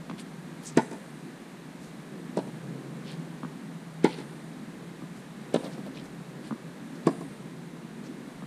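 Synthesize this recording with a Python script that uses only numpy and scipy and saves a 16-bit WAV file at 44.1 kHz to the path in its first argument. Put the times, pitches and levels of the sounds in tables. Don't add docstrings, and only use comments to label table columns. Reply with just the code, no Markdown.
import sys
import numpy as np
from scipy import signal
from scipy.fft import rfft, irfft
from scipy.io import wavfile
from scipy.ndimage import uniform_filter1d

SR = 44100
rng = np.random.default_rng(int(sys.argv[2]) if len(sys.argv) > 2 else 0)


def convert_level_to_amplitude(level_db):
    exponent = np.asarray(level_db, float) / 20
    return 10 ** exponent


def digitize_waveform(pressure):
    field = np.atleast_2d(pressure).T
    bounded = np.clip(field, -1, 1)
    quanta = np.round(bounded * 32767).astype(np.int16)
    wavfile.write(sys.argv[1], SR, quanta)


N = 373086
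MARK_S = 0.01
T = np.arange(22050) / SR - MARK_S


def shade(table, hz):
    pitch_hz, value = np.transpose(table)
    return np.interp(np.log(hz + 1), np.log(pitch_hz), value)


def noise(count, gain):
    spectrum = rfft(rng.standard_normal(count))
    x = irfft(spectrum * gain(np.fft.rfftfreq(count, 1 / SR)), count)
    return x / x.std()


def band(hz, width_hz):
    return lambda f: np.exp(-2 * ((f - hz) / width_hz) ** 2)


def walk(rate_hz):
    hold = int(SR / rate_hz)
    steps = np.repeat(rng.standard_normal(N // hold + 1), hold)
    return uniform_filter1d(uniform_filter1d(steps, hold), hold)[:N]


def add(out, s, x):
    i = int((s - MARK_S) * SR)
    out[i:i + len(x)] += x[:len(out) - i]


def fade(t60, start=0., rise=0.00012):
    t = np.maximum(T - start, 0)
    return (1 - np.exp(-t / rise)) * np.exp(-np.log(1000) * t / t60)


# peak_s, level_db, length_s
GUST_ROWS = [
    (.53, 4, .05),
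    (1.85, 7, .06),
    (4.08, 7, .08),
    (6.03, 10, 0.22),
    (8.37, 7, .05),
]


def wind_on_camera():
    t = np.arange(N) / SR
    gust_db = sum(db * np.exp(-4 * ((t - peak_s) / length_s) ** 2) for peak_s, db, length_s in GUST_ROWS)
    flutter = noise(N, lambda f: (1 + (f / 60) ** 2.4) / (1 + (f / 88) ** 20))
    return convert_level_to_amplitude(-71 + gust_db + 1.5 * walk(8)) * flutter


def truck(t):
    abreast_s, rise_s, fall_s = 2.6, 0.48, 1.8
    late = t - abreast_s
    swell = np.exp(-(late / np.where(late < 0, rise_s, fall_s)) ** 2)
    note_hz = 132.3 + 24 * late + 1.17 * walk(5.9)
    note = convert_level_to_amplitude(-47.5 + 3.4 * walk(9)) * np.sqrt(2) * np.sin(2 * np.pi * np.cumsum(note_hz) / SR)
    hum = convert_level_to_amplitude(-43.5) * noise(N, band(164.8, 6.3))
    return swell * (swell * note + hum)


# time_s, level_db
RUMBLE_LEVELS = [(0.0, -46.5), (1.08, -45.5), (1.53, -47.5), (2.66, -42.5), (3.98, -48), (4.19, -44),
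                 (5.3, -47.5), (5.68, -40), (5.89, -44.5), (6.83, -45.5), (7.16, -43.5), (7.75, -47),
                 (8.29, -45.5), (8.46, -48.5)]
# pitch_hz, level_db (per Hz)
NIGHT_COLOUR = [(76, -34), (130, 3), (155, 1), (182, 8.5), (690, -16), (1410, -26), (1650, -24.5),
                (3060, -34.5), (3960, -34), (5130, -40.5), (9130, -40), (13300, -50), (15000, -57)]


def town():
    t = np.arange(N) / SR
    rumble_db = np.interp(t, *np.transpose(RUMBLE_LEVELS))
    rumble = np.zeros(N)
    for hz in 160 * 2 ** np.arange(0, 2.1, .5):
        flicker = convert_level_to_amplitude(shade(NIGHT_COLOUR, hz) + 2.37 * walk(9))
        rumble += flicker * np.sqrt(hz) * noise(N, band(hz, hz / 2))
    drone = convert_level_to_amplitude(-50.5 + 2.2 * walk(4)) * noise(N, band(163.7, 29.6))
    hiss = noise(N, lambda f: convert_level_to_amplitude(shade(NIGHT_COLOUR, f)) * f ** 4 / (f ** 4 + 787.0 ** 4))
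    follow_db = 0.29 * (rumble_db - rumble_db.mean())
    hiss_level = convert_level_to_amplitude(-52 + follow_db + 0.4 * walk(1.63))
    return convert_level_to_amplitude(rumble_db + 2.5) * rumble / rumble.std() + drone + truck(t) + hiss_level * hiss


# peak_s,
# level_db, pitch_hz, length_s
BROAD_SCUFFS = [(.2, -50, 3400, .04), (.68, -53, 5030, 0.1), (1.847, -61, 6500, .094),
                (3.1, -50.5, 3300, 0.1), (3.74, -63, 6000, 0.022), (4.119, -47, 3050, .082),
                (4.195, -53.5, 3300, 0.072), (5.18, -64, 6950, .08), (5.656, -41.5, 463, 0.083),
                (5.67, -52, 2900, .018), (5.735, -54.5, 3980, .045), (5.79, -43, 378, .04),
                (5.862, -56, 2780, .008), (5.87, -43, 417, 0.032), (5.98, -52, 3200, 0.068),
                (6.055, -59, 7000, 0.033), (6.465, -56.5, 3400, .065), (6.961, -62, 4200, .036),
                (8.061, -58, 4800, 0.046)]
# peak_s, level_db,
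# pitch_hz, length_s
NARROW_SCUFFS = [(.204, -53.5, 8700, .035), (.648, -58, 10260, .039), (.677, -43.5, 7360, 0.041),
                 (3.942, -63, 9000, 0.011), (4.06, -44, 3770, 0.029), (4.532, -60, 4300, .01),
                 (5.65, -54, 4400, .028), (6.47, -62, 8550, .058), (3.12, -64, 8500, .05)]


def scuffs():
    out = np.zeros(N)
    for table, width_share in ((BROAD_SCUFFS, 0.99), (NARROW_SCUFFS, 0.37)):
        for s, db, hz, length_s in table:
            grain_db = 3.95 * np.sqrt(40) * uniform_filter1d(rng.standard_normal(len(T)), size=40)
            swell = np.exp(-4 * ((T - .14) / length_s) ** 2)
            sand = noise(len(T), band(hz, width_share * hz))
            add(out, s - .14, convert_level_to_amplitude(db) * swell * convert_level_to_amplitude(grain_db) * sand)
    return out


def push(hz, turns, lean):
    u = hz * T
    return np.cos(2 * np.pi * u) * np.exp(-np.abs((u + lean) / turns) ** 3.5)


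# pitch_hz, fall_s (by 60 dB)
SCATTER_FALL = [(150, 0.067), (300, 0.25), (800, 0.51), (2000, 0.43), (5000, 0.23), (12000, 0.6)]


def scatter():
    tail = np.zeros(len(T))
    for hz in 150 * 2 ** np.arange(0, 6.6, .5):
        tail += noise(len(T), band(hz, hz / 2)) * hz ** 0.71 * fade(shade(SCATTER_FALL, hz), .02, .008)
    return tail / np.sqrt(np.sum(tail ** 2))


# start_s, click_db, air_thud_db, tick_db, wall_delay_ms
BALL_BOUNCES = [
    (0.0979, -27.5, -24, -41.5, 14.3),
    (3.433, -26.5, -21, -50, 16),
    (5.0213, -37, -26.5, -63, 16),
    (6.5100, -26, -18.5, -58, 14),
    (8.4230, -36, -26, -55, 15),
]


def bounces():
    out = np.zeros(N)
    for s, click_db, thud_db, tick_db, wall_ms in BALL_BOUNCES:
        click_hz = 1090 + 18 * (click_db + 25)
        thud = np.sin(2 * np.pi * 235 * (T - .0025)) * fade(0.04, 0.0022, 0.00058)
        thud += convert_level_to_amplitude(-20.0) * np.sin(2 * np.pi * 1250 * T) * fade(0.035, 0.00067)
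        tick = noise(len(T), band(2300, 3800)) * fade(0.036, -0.00054)
        blow = convert_level_to_amplitude(click_db) * push(click_hz, 0.68, -0.075) + convert_level_to_amplitude(thud_db) * thud + convert_level_to_amplitude(tick_db) * tick
        add(out, s, blow)
        add(out, s + wall_ms / 1000, convert_level_to_amplitude(-2.5) * signal.lfilter([.4], [1, -.6], blow))
        add(out, s - MARK_S, convert_level_to_amplitude(-10) * signal.fftconvolve(blow, scatter()))
    return out


def ring(modes, start=0.0033, pitch=1):
    out = np.zeros(len(T))
    for hz, width_hz, db, t60 in modes:
        rough = 0.72 * noise(len(T), band(pitch * hz, width_hz))
        clean = 0.69 * np.sin(2 * np.pi * (pitch * hz * T + rng.random()))
        out += convert_level_to_amplitude(db) * (rough + clean) * fade(t60 / pitch ** 4, start - 0.022 * (pitch - 1), 0.00047)
    return out


# pitch_hz, level_db
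CRACK_COLOUR = [(900, 15.5), (2000, 6.5), (3000, 2.5), (4000, 5.5), (4800, 7.5), (6000, -3), (7200, -9),
                (8700, -5), (11000, -22), (15000, -25)]


def felt_crack(crack_db):
    slap = noise(len(T), lambda f: convert_level_to_amplitude(shade(CRACK_COLOUR, f))) * fade(0.067, -0.001, 0.00014)
    snap = noise(len(T), band(7560, 3850)) * fade(0.019, -0.0039, 0.00084)
    return convert_level_to_amplitude(crack_db) * slap + convert_level_to_amplitude(crack_db + 2) * snap


def whizz(length_s):
    bright = noise(len(T), band(9300, 1800))
    low = noise(len(T), band(8700, 1200))
    share = np.clip(T / length_s, 0, 1)
    return (bright * (1 - share) + low * share) * np.sin(np.pi * share ** 0.5) ** 0.54


HITS = {"near": [(.7751, -5.5, 12.3, -16.5, -20.5), (4.0467, -4.5, 11.6, -21.5, -25.5)],
        "far": [(2.3738, -13.5, 16.5, -23.5, -24), (5.5449, -9, 16.9, -26.5, -24.5)],
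        "corner": [(7.0722, -7, 6.3, -22.5, -26)]}
SPOT_ECHOES = {"near": [(21.5, -13.5), (140.5, -23.5), (158, -24)], "far": [(5.08, -11.5), (100.6, -19),
               (48.2, -23)], "corner": [(17.9, -9.5), (140, -20.5), (40.2, -25)]}
BALL_THUMP = {"near": (335, .7, .02), "far": (435, .58, .17), "corner": (310, .6, .08)}
SPOT_LEVELS = {"near": (-3.5, -22.5, -34.5, -12, -58), "far": (2, -40, -22.5, -3, -53),
               "corner": (5.5, -35, -49, -9.5, -53.5)}
SPOT_PITCH = {"near": 1, "far": 1.08, "corner": 1.15}
FLIGHT_S = {"near": 0.52, "far": .25, "corner": 0.37}
# pitch_hz, width_hz, level_db, fall_s (by 60 dB)
STRING_RINGS = [(864, 230, 5.5, 0.1), (994, 220, -9, 0.05), (1462, 120, -7.5, 0.091)]
FRAME_RINGS = [(646, 120, 3.5, 0.052), (240, 89, 11, 0.075)]
RIM_RINGS = [(1664, 710, -0.5, 0.023), (2900, 1500, 2.5, 0.034), (3930, 470, -0.5, 0.033)]


def strikes():
    out = np.zeros(N)
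    for spot, s, thump_db, wall_ms, strings_db, crack_db in [(k, *row) for k in HITS for row in HITS[k]]:
        frame_db, knock_db, rim_db, wall_db, whizz_db = SPOT_LEVELS[spot]
        close_echo, *buildings = SPOT_ECHOES[spot]
        crack = felt_crack(crack_db)
        knock = noise(len(T), band(1980, 0.41 * 1980)) * fade(0.073, -0.0021, 0.00072)
        strings = convert_level_to_amplitude(strings_db) * ring(STRING_RINGS, pitch=SPOT_PITCH[spot])
        body = push(*BALL_THUMP[spot]) + convert_level_to_amplitude(knock_db) * knock + strings
        body += convert_level_to_amplitude(strings_db + frame_db) * ring(FRAME_RINGS)
        harder_db = 1.23 * (thump_db + 9)
        body += convert_level_to_amplitude(rim_db + harder_db) * ring(RIM_RINGS, -0.00023)

        court = np.zeros(2 * len(T))
        court[:len(T)] = body + crack
        scattered = body - .5 * strings + crack
        tail = signal.fftconvolve(scattered, scatter())[int(MARK_S * SR):]
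        add(court, MARK_S, convert_level_to_amplitude(-12.5) * tail)
        dull = body + signal.lfilter([.5], [1, -.5], crack)
        for ms, db in (close_echo, (wall_ms, wall_db)):
            add(court, MARK_S + ms / 1000, convert_level_to_amplitude(db) * dull)
        add(out, s, convert_level_to_amplitude(thump_db) * court)
        thin = signal.lfilter([2, -1], [1], court)
        for ms, db in buildings:
            add(out, s + ms / 1000, convert_level_to_amplitude(thump_db + db) * thin)

        swing = np.exp(-np.abs(T - .05) / .006) * (T < .05)
        swish = noise(len(T), band(1500, 4500)) * swing
        add(out, s - .053, convert_level_to_amplitude(thump_db - 31) * swish)
        add(out, s + 0.011, convert_level_to_amplitude(thump_db + whizz_db) * whizz(FLIGHT_S[spot]))
    return out


def scene():
    air = town() + scuffs() + bounces() + strikes()
    f = np.fft.rfftfreq(N, 1 / SR)
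    low_cut = 1 / np.sqrt(1 + (131 / (f + 1)) ** 68.0)
    return (irfft(rfft(air) * low_cut, N) + wind_on_camera())[None]


def low_pass(x):
    return signal.sosfilt(signal.butter(12, 15740, fs=SR, output="sos"), x)


def record(dry):
    top_cut = signal.ellip(8, .2, 60, 15100, fs=SR, output="sos")
    mix = signal.sosfilt(top_cut, dry)
    return low_pass(mix)


dry = scene()
out = record(dry)
digitize_waveform(out)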